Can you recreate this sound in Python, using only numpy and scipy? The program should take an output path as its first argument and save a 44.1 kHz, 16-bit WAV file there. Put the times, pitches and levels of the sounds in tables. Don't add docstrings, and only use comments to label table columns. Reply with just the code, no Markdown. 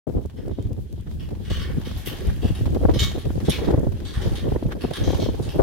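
import sys
import numpy as np
from scipy import signal
from scipy.fft import rfft, irfft, next_fast_len
from scipy.io import wavfile
from scipy.ndimage import uniform_filter1d

SR = 44100
rng = np.random.default_rng(int(sys.argv[2]) if len(sys.argv) > 2 else 0)


def wav_out(sig):
    wavfile.write(sys.argv[1], SR, np.round(np.clip(np.atleast_2d(sig).T, -1, 1) * 32767).astype(np.int16))


N = 247842

# (frequency [Hz], level [dB])
CLASH_TONE = [(1500, -21), (2650, -10), (3100, 5.5), (3750, 0.5), (4300, -8), (6200, -10.5), (7400, -27.5),
              (10000, -22)]
# (frequency [Hz], level [dB])
CLATTER_TONE = [(500, -30), (1100, 0), (1800, 9.5), (2500, -4.5), (3500, -16.5), (6000, -61)]


def hooves():
    # (time [s], level [dB])
    footfall = [(0.29, -70.5), (1.28, -68), (1.56, -64), (2.17, -52.5), (2.73, -59), (3.59, -56),
                (3.79, -60), (4.07, -62), (4.24, -52.5), (4.47, -58), (4.83, -59), (5.11, -50), (5.29, -60),
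                (5.6, -53)]
    # (frequency [Hz], level [dB])
    dirt_tone = [(250, -18), (600, 13.5), (1000, 6), (1600, 0.5), (2500, 4.5), (3300, 3.5), (4700, 0.5),
                 (7500, -9.5), (11000, -4), (15500, -22.5)]
    scuff_db, pats_db, grit_db = 5, 7.5, 3.5
    pat_fade_s = 0.0067
    steps = np.abs(impacts(rate=47, spread_db=7.0, likeness=1.0))
    contact = unit(signal.lfilter([1], [1, -np.exp(-1 / (pat_fade_s * SR))], steps))
    pat_tone = [(200, -49), (500, 1.5), (900, -3.5), (1600, -13), (3500, -13.5), (9000, -28.5)]
    pats = colour(contact * noise_pair(likeness=0.17), pat_tone)
    grit = 0
    for hz, db in [(1700, -9.5), (3200, -10.5), (5000, -11), (9000, -15.5), (13000, -13)]:
        grains = impacts(rate=260, spread_db=5.5, likeness=0.18)
        grit += colour(grains, [(.5 * hz, -25), (hz, 0), (1.2 * hz, -25)]) * gain(db)
    dirt = colour(noise_pair(likeness=0.022), dirt_tone)
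    scuff = 0
    for hz in 400 * 2. ** np.arange(6):
        band = shape(dirt, [(hz / 1.4, -22), (hz, 0), (hz * 3.2, -22)])
        scuff += band * gain(7.3 / (1 + hz / 5000) * wander(rate=25))
    trot = gain(scuff_db) * scuff + gain(pats_db) * pats + gain(grit_db) * grit
    return gain(curve(footfall, 1)) * trot


def hoof_knocks():
    # (time [s], level [dB])
    knocks = [(1.075, -53), (1.72, -46.5), (2.146, -51), (2.301, -44), (3.306, -47), (3.413, -48),
              (4.723, -36)]
    # (frequency [Hz], level [dB])
    body_tone = [(300, -12), (700, 9), (1200, -6), (2500, -25)]
    edge_s = 0.0083
    hits, t = noise_pair(likeness=0.088), np.arange(N) / SR
    knock = colour(hits, CLATTER_TONE) + gain(-6) * colour(hits, CLASH_TONE)
    knock += gain(-1) * colour(hits, body_tone)
    return knock * sum(np.exp(-np.minimum(np.abs(t - s) / edge_s, 20)) * gain(db) for s, db in knocks)


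def stone_ticks():
    # (time [s], peak level [dB])
    stones = [(0.2585, -44), (0.4824, -41.5), (0.6255, -43.5), (0.73, -42.5), (0.9268, -41.5),
              (1.0093, -45), (2.2715, -36), (2.705, -44), (3.795, -36.5)]
    out, t = np.zeros((2, N)), np.arange(1024) / SR
    bright = signal.butter(1, [2500, 11000], "band", fs=SR, output="sos")
    for s, db in stones:
        snap = signal.sosfilt(bright, noise_pair(likeness=0.42, count=len(t)) * np.exp(-t / 0.0022))
        add(out, snap / np.abs(snap.mean(axis=0)).max() * gain(db), s)
    return out


def pen_rattles():
    # (time [s], level [dB], length before fading [s], clash pitch [Hz],
    # added clatter [dB], added jingle [dB], jingle pitch [Hz])
    bursts = [(0.224, -65, .012, 3400, -13, -10, 7000), (0.366, -61, 0.037, 3370, 4, -16, 9000),
              (0.506, -62, 0.13, 3450, -7, -28, 9000), (1.194, -51, 0.027, 2980, -7, -31, 9000),
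              (1.446, -51.5, 0.07, 3300, 1.5, -17, 8440), (1.497, -40.5, 0.078, 3290, -2.5, -15, 7600),
              (1.593, -43.5, 0.043, 3230, 0, -33, 8600), (1.85, -42, 0.01, 3310, -8.5, -23, 11000),
              (1.971, -56, 0.024, 3520, 3, 9.5, 13100), (2.057, -39, 0.032, 3100, -5.5, 1.5, 13400),
              (2.194, -57, .1, 3400, 5, -15, 12000), (2.414, -46, 0.076, 3020, -6.5, -17, 8000),
              (2.547, -47.5, 0.021, 3030, -3.5, -2, 10600), (2.935, -40, 0.054, 3470, -9, -19, 10500),
              (2.988, -27, 0.048, 3570, -16.5, -13.5, 7250), (3.183, -49, 0.016, 3680, -7, -0.5, 11500),
              (3.447, -41.5, 0.05, 3560, -6.5, -12, 8900), (3.494, -27, 0.0028, 3530, -24, 1.5, 10900),
              (3.514, -35, 0.026, 2570, -11.5, -37, 9400), (3.633, -48.5, 0.025, 3530, 4.5, -22, 10000),
              (4.048, -45.5, 0.065, 3780, -5, -10, 8600), (4.135, -48, 0.042, 3400, 5, -8, 9100),
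              (4.212, -44, 0.035, 3570, -4, -15, 9000), (4.352, -40.5, .02, 3440, -7, -11, 9900),
              (4.806, -45.5, 0.038, 3020, -3.5, -12, 10300), (4.932, -38, 0.043, 3500, -2, -10.5, 10000),
              (5.034, -44, .11, 3570, -12, -5, 6200), (5.197, -40, 0.05, 3520, -18, -14, 6200),
              (5.42, -50, 0.03, 4220, -5, -0.5, 9700), (5.485, -44.5, .022, 2860, -16, -16, 10000)]
    # (frequency [multiple of its pitch], level [dB])
    jingle_tone = [(.3, -21), (.78, -6), (1, 5), (1.2, -14), (1.6, -43)]
    rise_s, echo_db = 0.0056, -6
    metal_fade_s, echo_fade_s = .28, 0.41
    base_hz = 3400
    out, t = np.zeros((2, N)), np.arange(24576) / SR
    bands_hz = np.geomspace(700, 16000, 130)
    for s, db, length_s, clash_hz, clatter_db, jingle_db, jingle_hz in bursts:
        after = np.maximum(t - length_s, 0)
        fade_db = np.maximum(-60 * after / metal_fade_s, echo_db - 60 * after / echo_fade_s)
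        jingle_fade_db = 4.5 - 60 * t / (0.058 + 5.6 * length_s)
        crisp = .5 + gain(fade_db)
        hits = crisp * impacts(rate=1000, spread_db=-1.5, likeness=0.48, count=len(t))
        hits += 1.5 * noise_pair(likeness=0.2, count=len(t))
        uneven_tone = np.column_stack([bands_hz, 2.7 * rng.standard_normal(len(bands_hz))])
        hits = shape(hits / np.hypot(crisp, .8), uneven_tone)
        ringing = metal_ring(hits, uneven_db=2)
        shifted_tone = [(hz * clash_hz / base_hz, level) for hz, level in CLASH_TONE]
        clash = gain(3) * colour(hits, shifted_tone) + gain(1) * ringing
        jingle = colour(hits, [(ratio * jingle_hz, level) for ratio, level in jingle_tone])
        clatter = colour(hits / hits.std() + 0.63 * ringing, CLATTER_TONE)
        burst = clash * gain(fade_db) + jingle * gain(jingle_db + jingle_fade_db)
        burst += clatter * gain(clatter_db + 0.49 * fade_db)
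        add(out, burst * np.minimum(t / rise_s, 1) * gain(db), s)
    return out


def metal_ring(hits, uneven_db):
    # (pitch [Hz], width [Hz], level [dB])
    notes = [(1113, 84, 0), (1568, 8.5, -28), (1844, 6.7, -17.5), (2223, 3.1, 0), (2395, 31, -12),
             (2340, 15, -22), (3046, 10, 5.5), (3029, 49, 6), (3220, 6, 0.5), (3310, 80, 14),
             (3720, 6.4, -3), (3780, 5.7, -1), (3760, 19, 0), (4210, 34, 5), (4570, 26, 3), (5230, 98, 8),
             (5930, 10, -3.5), (6210, 61, -4.5), (5800, 39, -34), (6930, 41, -9), (8740, 96, -7),
             (10600, 28, -21)]
    f = np.fft.rfftfreq(hits.shape[-1], 1 / SR)
    chance_db = uneven_db * rng.standard_normal(len(notes))
    response = 0
    for k, (hz, width, db) in enumerate(notes):
        resonance = np.sqrt(width) / (width / 2 + 1j * (f - hz))
        response += gain(db + chance_db[k]) * resonance * (-1) ** k
    return unit(irfft(rfft(hits) * response))


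def wind():
    # (time [s], rumble [dB], flutter [dB])
    gusts = [(0.28, -40.5, -53), (0.44, -38, -39), (0.59, -42, -50), (0.74, -35, -47), (1.04, -40, -51),
             (1.66, -33.5, -42.5), (1.94, -35.5, -46.5), (2.15, -39.5, -40), (2.47, -31, -45.5),
             (2.83, -29.5, -34.5), (3.27, -32.5, -41), (3.72, -34.5, -29.5), (3.93, -34.5, -43.5),
             (4.24, -38, -40.5), (4.37, -34, -37.5), (4.61, -34, -35), (4.93, -37.5, -34.5),
             (5.21, -35, -34), (5.39, -35, -37.5), (5.6, -34, -41)]
    # (frequency [Hz], level [dB])
    rumble_tone = [(12, -26), (25, -6.5), (50, -0.5), (78, 4), (120, -6), (200, -9.5), (350, -26.5),
                   (800, -54.5)]
    coarse_tone = [(70, -2.5), (200, 2.5), (360, 7.5), (520, -2), (750, -29), (1300, -68), (3000, -84)]
    fine_tone = [(200, -6), (500, 13.5), (800, -3), (1200, -12), (2000, -17), (4000, -70)]
    swell_db = 2 * wander(rate=22) + wind_lulls()
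    rumble = steady(colour(noise_pair(likeness=0.065), rumble_tone), span_s=0.067)
    rumble *= gain(curve(gusts, 1) + swell_db + 6)
    flutter_db = curve(gusts, 2) + swell_db + 4 * wander(rate=130)
    fine_db = flutter_db - 7.5 + 0.49 * (flutter_db + 33.5)
    coarse = steady(colour(noise_pair(likeness=0.044), coarse_tone), span_s=0.041)
    fine = steady(colour(noise_pair(likeness=0.013), fine_tone), span_s=0.0074)
    return rumble + coarse * gain(flutter_db + 0.5) + fine * gain(fine_db)


def wind_lulls():
    # (time [s], change [dB])
    lulls = [(0.325, -8), (0.55, -6), (0.885, -12), (2.03, -7.5), (2.19, -0.5), (2.79, -5.5), (3.22, -12),
             (4.11, -4.5), (4.6, -5.5), (4.8, -6.5), (4.95, -15), (5.35, 2), (5.52, -7)]
    t, half_s = np.arange(N) / SR, 0.031
    return sum(db / (1 + ((t - s) / half_s) ** 2) ** 2 for s, db in lulls)


def wind_thumps():
    # (time [s], flutter level [dB], half length of the flutter [s],
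    # thump level [dB], thump pitch [Hz], left minus right [dB])
    slaps = [(0.079, -24.5, 0.017, -26.5, 97, 18), (0.163, -25.5, 0.031, -17, 88, 0.5),
             (0.253, -28.5, 0.0047, -27, 79, -2), (0.39, -32.5, 0.011, -47, 100, 7),
             (0.469, -36, 0.011, -25.5, 109, -1.5), (0.513, -29.5, .005, -23, 111, -4),
             (0.596, -28.5, 0.016, -25, 99, 1.5), (0.656, -34.5, 0.011, -21.5, 77.5, -2.5),
             (0.714, -33.5, 0.023, -24.5, 102.6, 3), (0.785, -32.5, 0.011, -32, 100, -3),
             (0.93, -39, 0.017, -28.5, 121, 6), (0.985, -37, .008, -29, 99.2, 0),
             (1.067, -36.5, 0.0023, -32, 127, 2), (1.22, -40, 0.015, -34.5, 90, 2),
             (1.32, -31, 0.0105, -26.5, 90, -1.5), (1.411, -36.5, 0.011, -28, 80, -1),
             (1.509, -26.5, 0.0093, -21.5, 86, 2), (1.685, -38, .008, -27.5, 129, 22),
             (1.772, -33, 0.0043, -16, 174.5, 2), (1.957, -42, 0.0085, -25, 106, 1),
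             (2.074, -27.5, 0.0042, -27.5, 100, 10), (2.276, -32, 0.0067, -15.5, 69.5, -2),
             (2.447, -23.5, 0.013, -13, 170, 1), (2.503, -29.5, 0.0058, -16.5, 112, 3),
             (2.613, -29, 0.0065, -18, 94, -0.5), (2.662, -38, 0.0031, -16.5, 142, -2),
             (2.699, -46, .005, -22, 114.9, 1), (2.731, -26, 0.013, -26, 100, 1),
             (2.766, -19.5, 0.0071, -40, 100, 1), (2.814, -26.5, 0.0071, -20.5, 89, -1),
             (2.853, -11, 0.0044, -13, 82, 4), (2.895, -13, 0.0079, -15, 85, 2),
             (2.959, -25, .014, -18, 99, -1), (3.026, -27.5, 0.0089, -16, 89, 1),
             (3.156, -26, 0.0054, -31, 100, 9), (3.182, -25.5, 0.0051, -34, 99, -4),
             (3.26, -27.5, 0.011, -18, 94, 0), (3.305, -23, 0.0027, -25.5, 101, 0),
             (3.357, -23.5, 0.0032, -22, 102, -1), (3.378, -23, 0.0037, -26, 100, 9),
             (3.43, -30, 0.0034, -21, 147, -3), (3.487, -15, 0.0077, -13.5, 134, -0.5),
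             (3.648, -39, .008, -35, 102, 9), (3.682, -17, 0.0071, -20, 89, -3),
             (3.738, -18, 0.01, -14, 102, 2), (3.778, -26.5, 0.024, -14.5, 87.5, 0),
             (3.839, -23, 0.0099, -37, 100, 5), (3.871, -20.5, 0.0042, -19, 96.6, -4),
             (3.936, -38, 0.0045, -23.5, 100, -1), (4.171, -40, 0.0046, -18, 83, 3.5),
             (4.264, -26.5, 0.013, -18, 87, 0), (4.32, -36, .006, -18.5, 78.4, -2),
             (4.43, -33, .006, -24, 97, -2), (4.474, -23.5, 0.014, -21, 97.5, -0.5),
             (4.52, -19, 0.0052, -21, 100, 1), (4.551, -25.5, 0.0035, -27, 100, -9),
             (4.627, -21.5, 0.0033, -28, 102.3, 3), (4.656, -27.5, 0.0081, -17, 91.7, -3),
             (4.753, -26, 0.0031, -33, 99, 5), (4.846, -19, 0.0079, -24, 101, 3),
             (4.914, -24.5, 0.004, -28, 100, -9), (5.011, -26, 0.0073, -17.5, 101, -0.5),
             (5.079, -19.5, 0.0066, -14.5, 85, 5), (5.105, -19, 0.0045, -25, 100, 4),
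             (5.133, -22, 0.0062, -28, 116, 5), (5.15, -29, .005, -18.5, 109, -3),
             (5.201, -23.5, 0.0067, -29, 100, 1), (5.228, -20.5, 0.0055, -20, 85, 0),
             (5.264, -21, 0.0045, -35, 99, 11), (5.29, -20.5, 0.0058, -21, 99, -0.5),
             (5.399, -24, 0.0061, -20.5, 102.5, -3), (5.483, -30, 0.0039, -22, 100, -2),
             (5.557, -23.5, 0.011, -29, 99.5, 1), (5.599, -11, 0.0095, -16, 91.6, 8)]
    thump_lag_s, db_per_octave = 0.00697, 39
    out, t = np.zeros((2, N)), np.arange(-3072, 3072) / SR
    for s, flutter_db, half_s, thump_db, thump_hz, pan_db in slaps:
        sides = unit(gain(np.array([[1], [-1]]) * pan_db / 2))
        flutter_hz = 377 * 2 ** ((flutter_db + 22) / db_per_octave)
        flutter = air_swirls(t, flutter_hz, half_s)
        thump = air_swirls(t, thump_hz, half_s=1.01 / thump_hz)
        add(out, flutter * sides * gain(flutter_db), s + t[0])
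        add(out, thump * sides * gain(thump_db), s + thump_lag_s + t[0])
    return out


def air_swirls(t, hz, half_s):
    f = np.fft.rfftfreq(len(t), 1 / SR)
    swirl_tone = (f / hz) ** 2.18 / (1 + (f / hz / 0.92) ** 3) ** 2 * f / np.hypot(f, 45)
    width_s = half_s * np.where(t < 0, .7, 1.05)
    arrivals = impacts(rate=2.5 * hz, spread_db=5.0, likeness=0.095, count=len(t))
    arrivals += 0.36 * noise_pair(likeness=0, count=len(t))
    cluster = arrivals * np.exp(-.5 * (t / width_s) ** 2)
    strongest = 1.86 * np.exp(-half_s / 0.0055) * np.sqrt(np.sum(cluster ** 2, axis=1))
    cluster[:, len(t) // 2] += strongest * rng.choice([-1, 1], size=2)
    swings = irfft(rfft(cluster) * swirl_tone * np.exp(1j * rng.uniform(0, np.pi)))
    return swings / np.sqrt(np.sum(swings ** 2, axis=1, keepdims=True) / (2 * half_s * SR))


def gain(db):
    return 10 ** (np.asarray(db) / 20)


def unit(x):
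    return x / np.sqrt(np.mean(x ** 2) + 1e-18)


def curve(table, column):
    rows = np.array(table)
    return np.interp(np.arange(N) / SR, rows[:, 0], rows[:, column])


def shape(x, tone):
    hz, db = np.transpose(tone)
    count = x.shape[-1]
    size = next_fast_len(count + 4096)
    f = np.maximum(np.fft.rfftfreq(size, 1 / SR), 1)
    response = gain(np.interp(np.log(f), np.log(hz), db))
    return irfft(rfft(x, size) * response, size)[..., :count]


def colour(x, tone):
    return unit(shape(x, tone))


def noise_pair(likeness, count=N):
    noise = rng.standard_normal((3, count))
    return np.sqrt(likeness) * noise[2] + np.sqrt(1 - likeness) * noise[:2]


def wander(rate):
    hold = max(int(SR / rate), 2)
    steps = np.repeat(rng.standard_normal(N // hold + 1), hold)
    return 1.39 * uniform_filter1d(uniform_filter1d(steps, hold), hold)[:N]


def impacts(rate, spread_db, likeness, count=N):
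    hit = rng.random(count) < rate / SR
    sizes = gain(spread_db * np.clip(rng.standard_normal(count), -2.5, 2.5))
    return unit(hit * sizes * noise_pair(likeness, count))


def steady(x, span_s):
    power = uniform_filter1d(np.mean(x ** 2, axis=0), max(int(span_s * SR), 8))
    return x / np.sqrt(power + 1e-9)


def add(out, sound, s):
    start = int(s * SR)
    a, b = max(start, 0), min(start + sound.shape[-1], N)
    if b > a:
        out[:, a:b] += sound[..., a - start:b - start]


def scene():
    return hooves() + stone_ticks() + pen_rattles() + hoof_knocks() + wind() + wind_thumps()


def record(dry):
    # (frequency [Hz], change in their difference [dB])
    stereo_width = [(1400, 0), (2000, -2), (2900, -2), (3500, 0), (7000, 1.5)]
    ceiling, start_s, top_hz = .85, .068, 15900
    rounded = dry / (1 + (dry / ceiling) ** 4) ** .25
    middle = rounded.mean(axis=0)
    side = shape((rounded[0] - rounded[1]) / 2, stereo_width)
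    fade_in = np.clip((np.arange(N) / SR - start_s) / .003, 0, 1)
    top_cut = signal.ellip(10, .2, 80, top_hz, fs=SR, output="sos")
    return signal.sosfilt(top_cut, np.array([middle + side, middle - side]) * fade_in)


dry = scene()
out = record(dry)
wav_out(out)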